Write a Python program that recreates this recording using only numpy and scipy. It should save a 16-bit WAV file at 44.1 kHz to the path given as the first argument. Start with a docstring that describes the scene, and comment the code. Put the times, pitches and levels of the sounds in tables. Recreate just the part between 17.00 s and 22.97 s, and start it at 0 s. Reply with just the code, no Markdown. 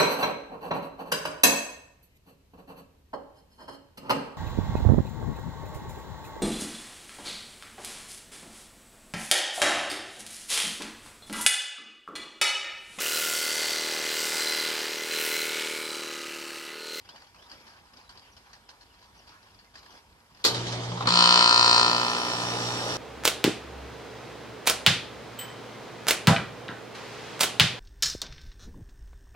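"""A yard beside a house wall, where a heat pump starts up a few steps away.
Over faint rustling, ticks and far birds the contactor clacks, the motor iron hums and the fan spins up.
The compressor catches, then knocks hard once a turn for a second: a thud from the casing, a clank
from the steel shell and a puff of rasp. It settles to a steady drone with refrigerant hissing."""
import sys
import numpy as np
from scipy import signal
from scipy.io import wavfile
from scipy.ndimage import uniform_filter1d, minimum_filter1d

SR = 44100
rng = np.random.default_rng(int(sys.argv[2]) if len(sys.argv) > 2 else 0)


def store_wav(level_fs):
    """Save 16-bit WAV to argv[1]."""
    pcm = np.round(np.clip(np.atleast_2d(level_fs), -1, 1) * 32767)
    wavfile.write(sys.argv[1], SR, pcm.T.astype(np.int16))


N = 263277
T = np.arange(N) / SR
ONE_TURN = np.arange(4096) / 4096
SHAFT_HZ, MAINS_HZ = 59.43, 60
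POWER_S, BITE_S, SURGE_END_S, EASE_S = 3.45, 4.069, 4.41, 4.778
BUILD_S, SETTLE_TAU_S = 0.12, 0.44


def gain_of(db):
    """Decibels to amplitude."""
    return 10 ** (np.asarray(db) / 20)


def unit_rms(x):
    """Scales to rms 1, a stereo pair by its mid signal."""
    return x / np.sqrt(np.mean(np.atleast_2d(x).mean(0) ** 2) + 1e-20)


def curve_at(points, hz):
    """Interpolates a table over log frequency."""
    freq_hz, value = np.transpose(points)
    return np.interp(np.log(hz + 1), np.log(freq_hz + 1), value)


def fade_in(start_s, length_s):
    """Linear ramp from 0 to 1."""
    return np.clip((T - start_s) / length_s, 0, 1)


def blow(start_s, rise_s, t60_s):
    """Impact envelope: quick rise, exponential decay."""
    return fade_in(start_s, rise_s) * gain_of(-60 * np.maximum(T - start_s, 0) / t60_s)


def held(start_s, rise_s, length_s, tau_s):
    """Envelope: rise, hold, exponential decay."""
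    return fade_in(start_s, rise_s) * np.exp(-np.maximum(T - start_s - length_s, 0) / tau_s)


def drift(rate_hz):
    """Smooth random wander, rms 1."""
    knots = rng.standard_normal(2048)
    wander = np.interp(T * rate_hz, np.arange(len(knots)), knots)
    return unit_rms(uniform_filter1d(wander, int(SR / rate_hz / 2) + 1))


def stereo(a, b, hz, balance, coherence, right_lag_s=0.00017):
    """Mixes two unrelated spectra into a left-right pair; the left leads."""
    side = gain_of(curve_at(balance, hz) / 2)
    lag_rad = 2 * np.pi * hz * right_lag_s
    mid = np.sqrt(side ** 2 + side ** -2 + 2 * coherence * np.cos(lag_rad)) / 2
    common, apart = np.sqrt((1 + coherence) / 2) * a, np.sqrt((1 - coherence) / 2) * b
    return np.array([(common + apart) * side, (common - apart) / side * np.exp(-1j * lag_rad)]) / mid


# Left-right likeness of noise: freq_hz, unclipped_coherence
COHERENCE = [(100, 0.95), (1000, 0.7), (1800, 0.9), (2800, -0.07), (4500, 0.4), (7000, -0.5), (14000, -3.9)]
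def noise(spectrum, balance, patchy_db):
    """Coloured stereo noise, rms 1, with patches drifting in time and frequency."""
    hz = np.fft.rfftfreq(1024, 1 / SR)
    a, b, c, d, patches = rng.standard_normal((N // 256 + 5, len(hz), 5)).transpose(2, 0, 1)
    patches = uniform_filter1d(uniform_filter1d(patches, size=8, axis=0), size=12, axis=1)
    coherence = np.clip(curve_at(COHERENCE, hz), 0, 0.995)
    frames = stereo(a + 1j * b, c + 1j * d, hz, balance, coherence)
    frames = frames * gain_of(curve_at(spectrum, hz) + patchy_db * patches / patches.std())
    return unit_rms(signal.istft(frames.transpose(0, 2, 1), nperseg=1024, noverlap=768)[1][:, :N])


# Outdoor wash spectrum: freq_hz, relative_db
WASH_SPECTRUM = [(15, -51), (25, -5.5), (65, 4.5), (145, -13.5), (179, -7), (358, -15), (506, -13),
                 (563, -15.5), (840, -11), (934, -19.5), (1010, -15), (1430, -18.5), (7450, -28),
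                 (11100, -31), (14500, -36)]
# Yard stereo balance: freq_hz, left_minus_right_db
YARD_BALANCE = [(60, 2), (130, -7), (290, -1), (640, -0.5), (1410, -3.5), (3100, 2), (6820, 1.5),
                (15000, -7)]
def yard_wash(wash_db=-62, whine_hz=953, whine_db=-73):
    """Far outdoor noise with a faint wavering whine."""
    wash = gain_of(wash_db) * noise(WASH_SPECTRUM, YARD_BALANCE, patchy_db=1.5)
    whine = gain_of(whine_db) * np.sqrt(2) * np.sin(2 * np.pi * whine_hz * T + 1.2 * drift(15))
    return wash + whine


# Bouts of rustling: start_s, length_s, level_db
RUSTLE_BOUTS = [(0.046, 0.18, -58.5), (0.343, 0.37, -59.5), (0.502, .04, -54.5), (0.57, 0.25, -62),
                (0.933, 0.051, -58.5), (1.094, 0.2, -60.5), (1.367, 0.2, -63), (1.683, 0.023, -61),
                (1.794, 0.34, -66.5), (2.149, .06, -61.5), (2.27, 0.056, -57.5), (2.385, 0.19, -64.5),
                (2.739, 0.24, -57.5), (3.344, 0.29, -60)]
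def rustle_envelope(floor_db=-68):
    """Bouts summed in power over a steady floor."""
    power = sum((gain_of(db) * held(start_s, 0.0043, length_s, 0.066)) ** 2
                for start_s, length_s, db in RUSTLE_BOUTS)
    return np.sqrt(gain_of(floor_db) ** 2 + power)


# Rustle spectrum: freq_hz, relative_db
RUSTLE_SPECTRUM = [(120, -31), (200, 3), (223, -5), (707, -4), (844, 1), (1120, -1), (1250, -5),
                   (1630, -6.5), (1910, -12), (3380, -8), (3690, -14), (4990, -6.5), (8210, -32),
                   (11300, -22), (14000, -38)]
def rustle():
    """Faint grainy noise in bouts."""
    grain = gain_of(1.23 * drift(70))
    return rustle_envelope() * grain * noise(RUSTLE_SPECTRUM, YARD_BALANCE, patchy_db=3.0)


# Nearby ticks: start_s, level_db
TICK_EVENTS = [(0.0895, -47), (0.1585, -53), (0.4963, -51.5), (0.515, -46.5), (0.9702, -57), (1.092, -48),
               (1.1737, -53), (1.2496, -58), (1.3653, -55.5), (1.531, -48.5), (1.6901, -47),
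               (1.8093, -54.5), (2.025, -56.5), (2.2764, -55), (2.589, -55), (2.7397, -60), (2.8539, -61)]
# Tick spectrum: freq_hz, relative_db
TICK_SPECTRUM = [(350, -30), (600, -9), (917, 2), (1300, -6.5), (1680, 1.5), (2170, -15), (2920, -3),
                 (3590, -8.5), (4800, 3.5), (6300, -13.5), (11600, -30), (13000, -37)]
def ticks(patter_per_s=45, patter_tau_s=0.0066, patter_gain_db=2.5):
    """Single ticks, plus a random patter that follows the rustle."""
    taps = sum(gain_of(db) * blow(start_s, 0.00089, 0.11) for start_s, db in TICK_EVENTS)
    hits = (rng.random(N) < patter_per_s / SR) * rng.uniform(0.4, 1, N)
    patter = signal.lfilter([1], [1, -np.exp(-1 / (patter_tau_s * SR))], hits)
    envelope = taps + gain_of(patter_gain_db) * rustle_envelope() * patter
    return envelope * noise(TICK_SPECTRUM, YARD_BALANCE, patchy_db=3.0)


# Bird whistles: start_s, length_s, start_hz, end_hz, level_db
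WHISTLES = [(0.055, 0.1, 1870, 3490, -58), (0.344, 0.14, 1890, 3640, -63.5),
            (1.012, 0.094, 4450, 3950, -65), (1.318, 0.021, 6400, 5550, -60.5),
            (1.634, .06, 3700, 2830, -75), (1.877, .06, 3750, 2820, -68), (2.175, 0.022, 6540, 5840, -62),
            (2.633, 0.058, 2100, 2090, -70)]
def birds():
    """Thin whistles that glide and level off, blurred by distance."""
    song = np.zeros(N)
    waver = 1 + 0.012 * drift(200)
    blur = unit_rms(0.6 + drift(320))
    for start_s, length_s, start_hz, end_hz, db in WHISTLES:
        progress = fade_in(start_s, length_s)
        pitch_hz = (start_hz + (end_hz - start_hz) * (1 - (1 - progress) ** 2.6)) * waver
        envelope = gain_of(db) * np.sqrt(2 * abs(np.sin(np.pi * progress)))
        song += envelope * np.sin(2 * np.pi * np.cumsum(pitch_hz) / SR)
    return song * blur


# Contact closure and motor jolt: start_s, level_db, t60_s
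CLACK_EVENTS = [(3.4402, -21, 0.098), (3.447, -15, 0.15), (3.461, -22.5, 0.24)]
# Clack spectrum: freq_hz, relative_db
CLACK_SPECTRUM = [(59, -36), (100, -23), (250, -9), (421, -7), (560, -12), (738, -15), (988, -7.5),
                  (1400, -8.5), (1810, -10), (2180, -11.5), (2920, -14), (4250, 2), (5200, -3.5),
                  (6170, -13), (6850, -15.5), (14500, -28.5)]
# Cabinet stereo balance: freq_hz, left_minus_right_db
CABINET_BALANCE = [(60, 8), (99, 7), (160, 4.5), (270, -2), (450, 1), (740, -0.5), (1220, -3.5),
                   (2010, -4.5), (3330, 0), (5500, -1), (9080, -5), (15000, 13)]
def contactor():
    """The contacts slam shut and the sheet-metal cabinet rattles."""
    power = sum((gain_of(db) * blow(start_s, 0.003, t60_s)) ** 2 for start_s, db, t60_s in CLACK_EVENTS)
    return np.sqrt(power) * noise(CLACK_SPECTRUM, CABINET_BALANCE, patchy_db=2.5)


def strain():
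    """Compressor load: 1 until EASE_S, then decaying to 0."""
    return np.exp(-np.maximum(T - EASE_S, 0) / SETTLE_TAU_S)


def surge(rise_s):
    """Envelope of the first rush of gas through the compressor."""
    return fade_in(BITE_S, rise_s) * (1 - fade_in(SURGE_END_S, 0.11))


def hum(inrush_db=-37, running_db=-48, straining_db=-49, settled_db=-43, beat_dip_s=4.31):
    """Iron hums at twice mains, loudest on run-up; twice shaft speed beats slowly against it."""
    inrush = held(3.52, 0.017, 0.55, 0.053)
    iron = gain_of(inrush_db) * inrush + gain_of(running_db) * (1 - inrush) * fade_in(POWER_S, 0.015)
    shaft = gain_of(settled_db + (straining_db - settled_db) * strain()) * fade_in(BITE_S, BUILD_S)
    rad_per_hz = 4 * np.pi * (T - beat_dip_s)
    tones = iron * np.sin(MAINS_HZ * rad_per_hz) - shaft * np.sin(SHAFT_HZ * rad_per_hz)
    judder = gain_of(1.1 * drift(30))
    return np.sqrt(2) * judder * tones


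def cabinet_boom(run_up_db=-41, surge_db=-32, sag_db_per_s=29, running_db=-49):
    """Boom at three times shaft speed: brief on run-up, hard in the surge, then faint."""
    run_up = gain_of(run_up_db) * held(3.9, 0.027, 0.07, 0.021)
    surging = gain_of(surge_db - sag_db_per_s * np.maximum(T - BITE_S, 0)) * surge(rise_s=0.058)
    running = gain_of(running_db + 1.8 * drift(5.89)) * fade_in(POWER_S, 0.073)
    return np.sqrt(2) * (run_up + surging + running) * np.sin(6 * np.pi * SHAFT_HZ * T)


# Air rush spectrum: freq_hz, relative_db
RUSH_SPECTRUM = [(21, -52), (35, -33), (86, -13), (101, -3), (118, -11.5), (150, -18.5), (172, -14),
                 (205, -26), (231, -12.5), (327, -6), (357, -8), (848, -6), (2200, -29), (2860, -58),
                 (4840, -120)]
# Cabinet shudder spectrum: freq_hz, relative_db
SHUDDER_SPECTRUM = [(20, -24), (45, -6), (70, -5), (130, -7), (250, -1), (400, 1), (750, -3.5),
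                    (1200, -5.5), (2200, -27), (5000, -59)]
def fan(shudder_db=-35, fade_db_per_s=15, rush_db=-36.5, spin_up_tau_s=0.43):
    """The cabinet shudders as the fan starts; the air rush grows with speed squared."""
    running_s = np.maximum(T - POWER_S, 0)
    speed = 1 - np.exp(-running_s / spin_up_tau_s)
    rush = gain_of(rush_db) * speed ** 2 * noise(RUSH_SPECTRUM, CABINET_BALANCE, patchy_db=1.5)
    shudder = gain_of(shudder_db - fade_db_per_s * running_s) * fade_in(POWER_S, 0.024)
    return rush + shudder * noise(SHUDDER_SPECTRUM, CABINET_BALANCE, patchy_db=1.0)


# Gas spits on run-up: start_s, level_db
GAS_SPITS = [(3.544, -32.5), (3.666, -37), (3.72, -38), (3.833, -40.5)]
# Starting hiss spectrum: freq_hz, relative_db
EARLY_HISS = [(1060, -14), (1800, -4.5), (2270, -7), (2740, -7.5), (3120, 1), (3370, -4), (4470, -2),
              (7290, -13.5), (10700, -28.5), (11500, -35), (12500, -50), (14000, -61)]
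# Running hiss spectrum: freq_hz, relative_db
STEADY_HISS = [(1060, -17), (1800, -6.5), (2110, -13), (2830, -8.5), (3090, -11), (3680, -4.5),
               (4200, -9.5), (5090, -7.5), (5480, 1.5), (6440, -13.5), (7470, -12.5), (10700, -24.5),
               (11900, -25), (12900, -37), (14500, -38)]
def refrigerant(start_db=-39, fade_db_per_s=13, surge_db=-34, running_db=-38):
    """Gas hisses and spits in the pipes, surges at the bite and changes colour as pressure builds."""
    start = gain_of(start_db - fade_db_per_s * np.maximum(T - POWER_S, 0)) * fade_in(POWER_S, 0.031)
    spits = sum(gain_of(db) * blow(start_s, 0.002, 0.2) for start_s, db in GAS_SPITS)
    surging = gain_of(surge_db) * surge(rise_s=0.023)
    early = np.sqrt(start ** 2 + spits ** 2 + surging ** 2)
    steady = gain_of(running_db) * np.sqrt(fade_in(BITE_S, 1.0))
    return (early * noise(EARLY_HISS, CABINET_BALANCE, patchy_db=2.0)
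            + steady * noise(STEADY_HISS, CABINET_BALANCE, patchy_db=1.65))


def stroke(turns, between_db, lead_turns=0.07, half_width_turns=0.22):
    """Gain over a turn: 1 on the compression stroke, between_db elsewhere."""
    offset_turns = (turns + lead_turns + 0.5) % 1 - 0.5
    push = np.exp(-(offset_turns / half_width_turns) ** 4)
    return gain_of(between_db * (1 - push))


def effort(full_db, settled_db, bite_cut_db, strain_power=1):
    """Gain of one knock layer: bites, builds to full strain, holds, settles."""
    level_db = settled_db + (full_db - settled_db) * strain() ** strain_power
    cut_db = bite_cut_db * (1 - fade_in(BITE_S, BUILD_S) ** 2)
    return gain_of(level_db - cut_db) * fade_in(BITE_S, 0.0052)


def each_turn(knock, turns):
    """Loops a stereo knock once per shaft turn, rms 1."""
    return np.array([np.interp(turns % 1, ONE_TURN, side) for side in unit_rms(knock)])


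# Compressor stereo balance: freq_hz, left_minus_right_db
KNOCK_BALANCE = [(60, 1.0), (92, 0.0), (140, -0.5), (210, 1), (330, -1), (500, 1), (770, -2), (1170, 0.5),
                 (1790, -5), (2740, 0), (4190, 6.5), (6410, -7.5), (9810, -2), (15000, 14)]
def partial(order, delay_s, scatter_rad, coherence):
    """One turn of a shaft harmonic; cabinet echoes scatter its phase and smear the knock."""
    hz = order * SHAFT_HZ
    phasor = np.exp(1j * (scatter_rad * rng.standard_normal() - 2 * np.pi * hz * delay_s))
    pair = stereo(phasor, phasor * 1j * rng.choice([-1, 1]), hz, KNOCK_BALANCE, coherence)
    return (pair[:, None] * np.exp(2j * np.pi * order * ONE_TURN)).real


# Rasp spectrum: freq_hz, relative_db
RASP_SPECTRUM = [(350, -49), (600, -34), (720, -11), (823, -13), (976, 3), (1130, -11), (1340, 1.5),
                 (1630, -9), (2680, -26.5), (2950, -5.5), (3630, -16), (4310, 0.5), (6440, -15),
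                 (8420, -17), (11000, -66), (14300, -79), (22000, -120)]
def stroke_rasp(turns):
    """A puff of noise on each compression stroke."""
    puffs = unit_rms(stroke(turns, between_db=-11))
    return effort(-31.5, -50.5, 1.3) * puffs * noise(RASP_SPECTRUM, KNOCK_BALANCE, patchy_db=3.5)


# Catching knocks: start_s, level_db
CATCH_EVENTS = [(3.917, -33), (3.974, -34.5), (4.006, -27.5), (4.023, -29.5), (4.055, -26), (4.073, -19.5)]
# Catching knock spectrum: freq_hz, relative_db
CATCH_SPECTRUM = [(60, -19), (200, -2.5), (600, -8.5), (1000, 4.5), (1400, -6), (1800, -16), (4400, -13.5),
                  (8000, -35), (14000, -50)]
def catching_knocks():
    """Single knocks as the compressor catches."""
    envelope = sum(gain_of(db) * blow(start_s, 0.002, 0.084) for start_s, db in CATCH_EVENTS)
    return envelope * noise(CATCH_SPECTRUM, KNOCK_BALANCE, patchy_db=2.0)


# Casing partials under strain: shaft_order, relative_db
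THUD_PARTIALS = [(4, -16.5), (5, -17.5), (6, -14.5), (7, -16.5), (8, -21), (9, -11.5), (10, -17),
                 (11, -22.5), (12, -8.5), (13, -11.5), (14, -32), (15, -8), (16, -1), (17, 0.5), (18, -3),
                 (19, -13), (20, -6), (21, -3.5), (22, -8.5), (23, -2), (24, -46), (25, -13), (26, -16.5),
                 (27, -18.5), (28, -33), (29, -49), (30, -14)]
# Casing partials when settled: shaft_order, relative_db
DRONE_PARTIALS = [(4, 1.5), (5, 2), (6, -15), (7, 1.5), (8, -0.5), (9, -5), (10, -1.5), (11, -4), (12, -17),
                  (13, -2), (14, 1.5), (15, -3), (16, -13), (17, 2), (18, -7), (19, -29), (20, 1),
                  (21, 0.5), (22, -8), (23, -5), (24, -2.5), (25, -7), (26, -15), (27, -17), (28, -22),
                  (29, -24), (30, -6)]
def casing_thud(turns, lead_s=0.001322, crossfade_s=0.95):
    """A low thud every turn, evening out to a drone as the load falls."""
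    thud = sum(gain_of(db) * partial(order, -lead_s, 0.49, 0.985) for order, db in THUD_PARTIALS)
    thud = thud * stroke(ONE_TURN, between_db=0.5)
    drone = sum(gain_of(db) * partial(order, -lead_s, 1.17, 0.985) for order, db in DRONE_PARTIALS)
    settled = fade_in(EASE_S, crossfade_s)
    blend = np.sqrt(1 - settled) * each_turn(thud, turns) + np.sqrt(settled) * each_turn(drone, turns)
    return effort(-23.5, -41, 6.5) * blend


# Steel shell resonances: freq_hz, width_hz, relative_db
SHELL_MODES = [(2556, 35, -10.5), (3030, 65, -9.5), (3210, 19, -23), (3320, 100, -16), (3840, 76, -5.5),
               (4270, 130, -0.5), (4284, 55, 3), (4630, 65, -5), (4750, 26, 0), (4870, 15, -6),
               (5050, 19, -4), (5350, 17, -6.5), (5520, 76, -16.5), (5780, 58, -9.5), (7320, 94, -18),
               (7300, 41, -30), (8370, 380, -24)]
def shell_clank(turns, lead_s=0.000397, dispersion_s_per_hz=5e-7, floor_db=-26, surge_db=6):
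    """A bright clank every turn: high shaft harmonics lifted by the shell's resonances."""
    orders = np.arange(31, 165)
    freqs_hz = orders * SHAFT_HZ
    peaks = np.max([gain_of(db) / np.hypot(1, 2 * (freqs_hz - mode_hz) / width_hz)
                    for mode_hz, width_hz, db in SHELL_MODES], axis=0)
    floor = gain_of(floor_db) / np.hypot(1, (freqs_hz / 6500) ** 4)
    rattle, chatter, clank = np.zeros((3, 2, len(ONE_TURN)))
    for order, hz, gain in zip(orders, freqs_hz, np.hypot(peaks, floor)):
        band = rattle if hz < 2850 else chatter if hz < 3700 else clank
        delay_s = dispersion_s_per_hz * (hz - 4400) ** 2 / hz - lead_s  # bending waves disperse
        band += gain * partial(order, delay_s, scatter_rad=0.7, coherence=0.4)
    struck = stroke(ONE_TURN, between_db=-5.5)
    surge_lift = gain_of(surge_db * surge(rise_s=0.13))
    return (effort(-38, -58.5, 5.6, strain_power=0.7) * each_turn(rattle * struck, turns)
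            + effort(-38, -57.5, 4.8, strain_power=0.51) * surge_lift * each_turn(chatter * struck, turns)
            + effort(-22, -50.5, 6) * each_turn(clank * struck, turns))


def compressor(phase_zero_s=4.4619, run_up_turns=0.0526, run_up_tau_s=0.067):
    """A few single knocks, then rasp, thud and clank once per turn of a slightly uneven shaft."""
    run_up = run_up_turns * np.exp(-np.maximum(T - BITE_S, 0) / run_up_tau_s)
    jitter_turns = 0.00088 * drift(8.4) + 0.0005 * drift(55)
    turns = SHAFT_HZ * (T - phase_zero_s) + run_up + jitter_turns
    rasp = stroke_rasp(turns)
    catches = catching_knocks()
    knocking = rasp + casing_thud(turns) + shell_clank(turns)
    return catches + knocking * gain_of(0.17 * drift(50))


def scene():
    """The yard and the heat pump."""
    yard = yard_wash() + rustle() + ticks() + birds()
    return yard + contactor() + hum() + cabinet_boom() + fan() + refrigerant() + compressor()


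def record(dry, low_cut_hz=42, ceiling=0.7, high_cut_hz=14600):
    """Low cut, fast peak limiter, band limit."""
    thinned = signal.sosfilt(signal.butter(4, low_cut_hz, "highpass", fs=SR, output="sos"), dry)
    allowed_gain = ceiling / np.maximum(abs(thinned).max(0), ceiling)
    limited = thinned * uniform_filter1d(minimum_filter1d(allowed_gain, size=121), size=121)
    lowpass = signal.firwin(511, high_cut_hz, window=("kaiser", 9), fs=SR)
    return signal.oaconvolve(limited, lowpass[None], "same")


dry = scene()
out = record(dry)
store_wav(out)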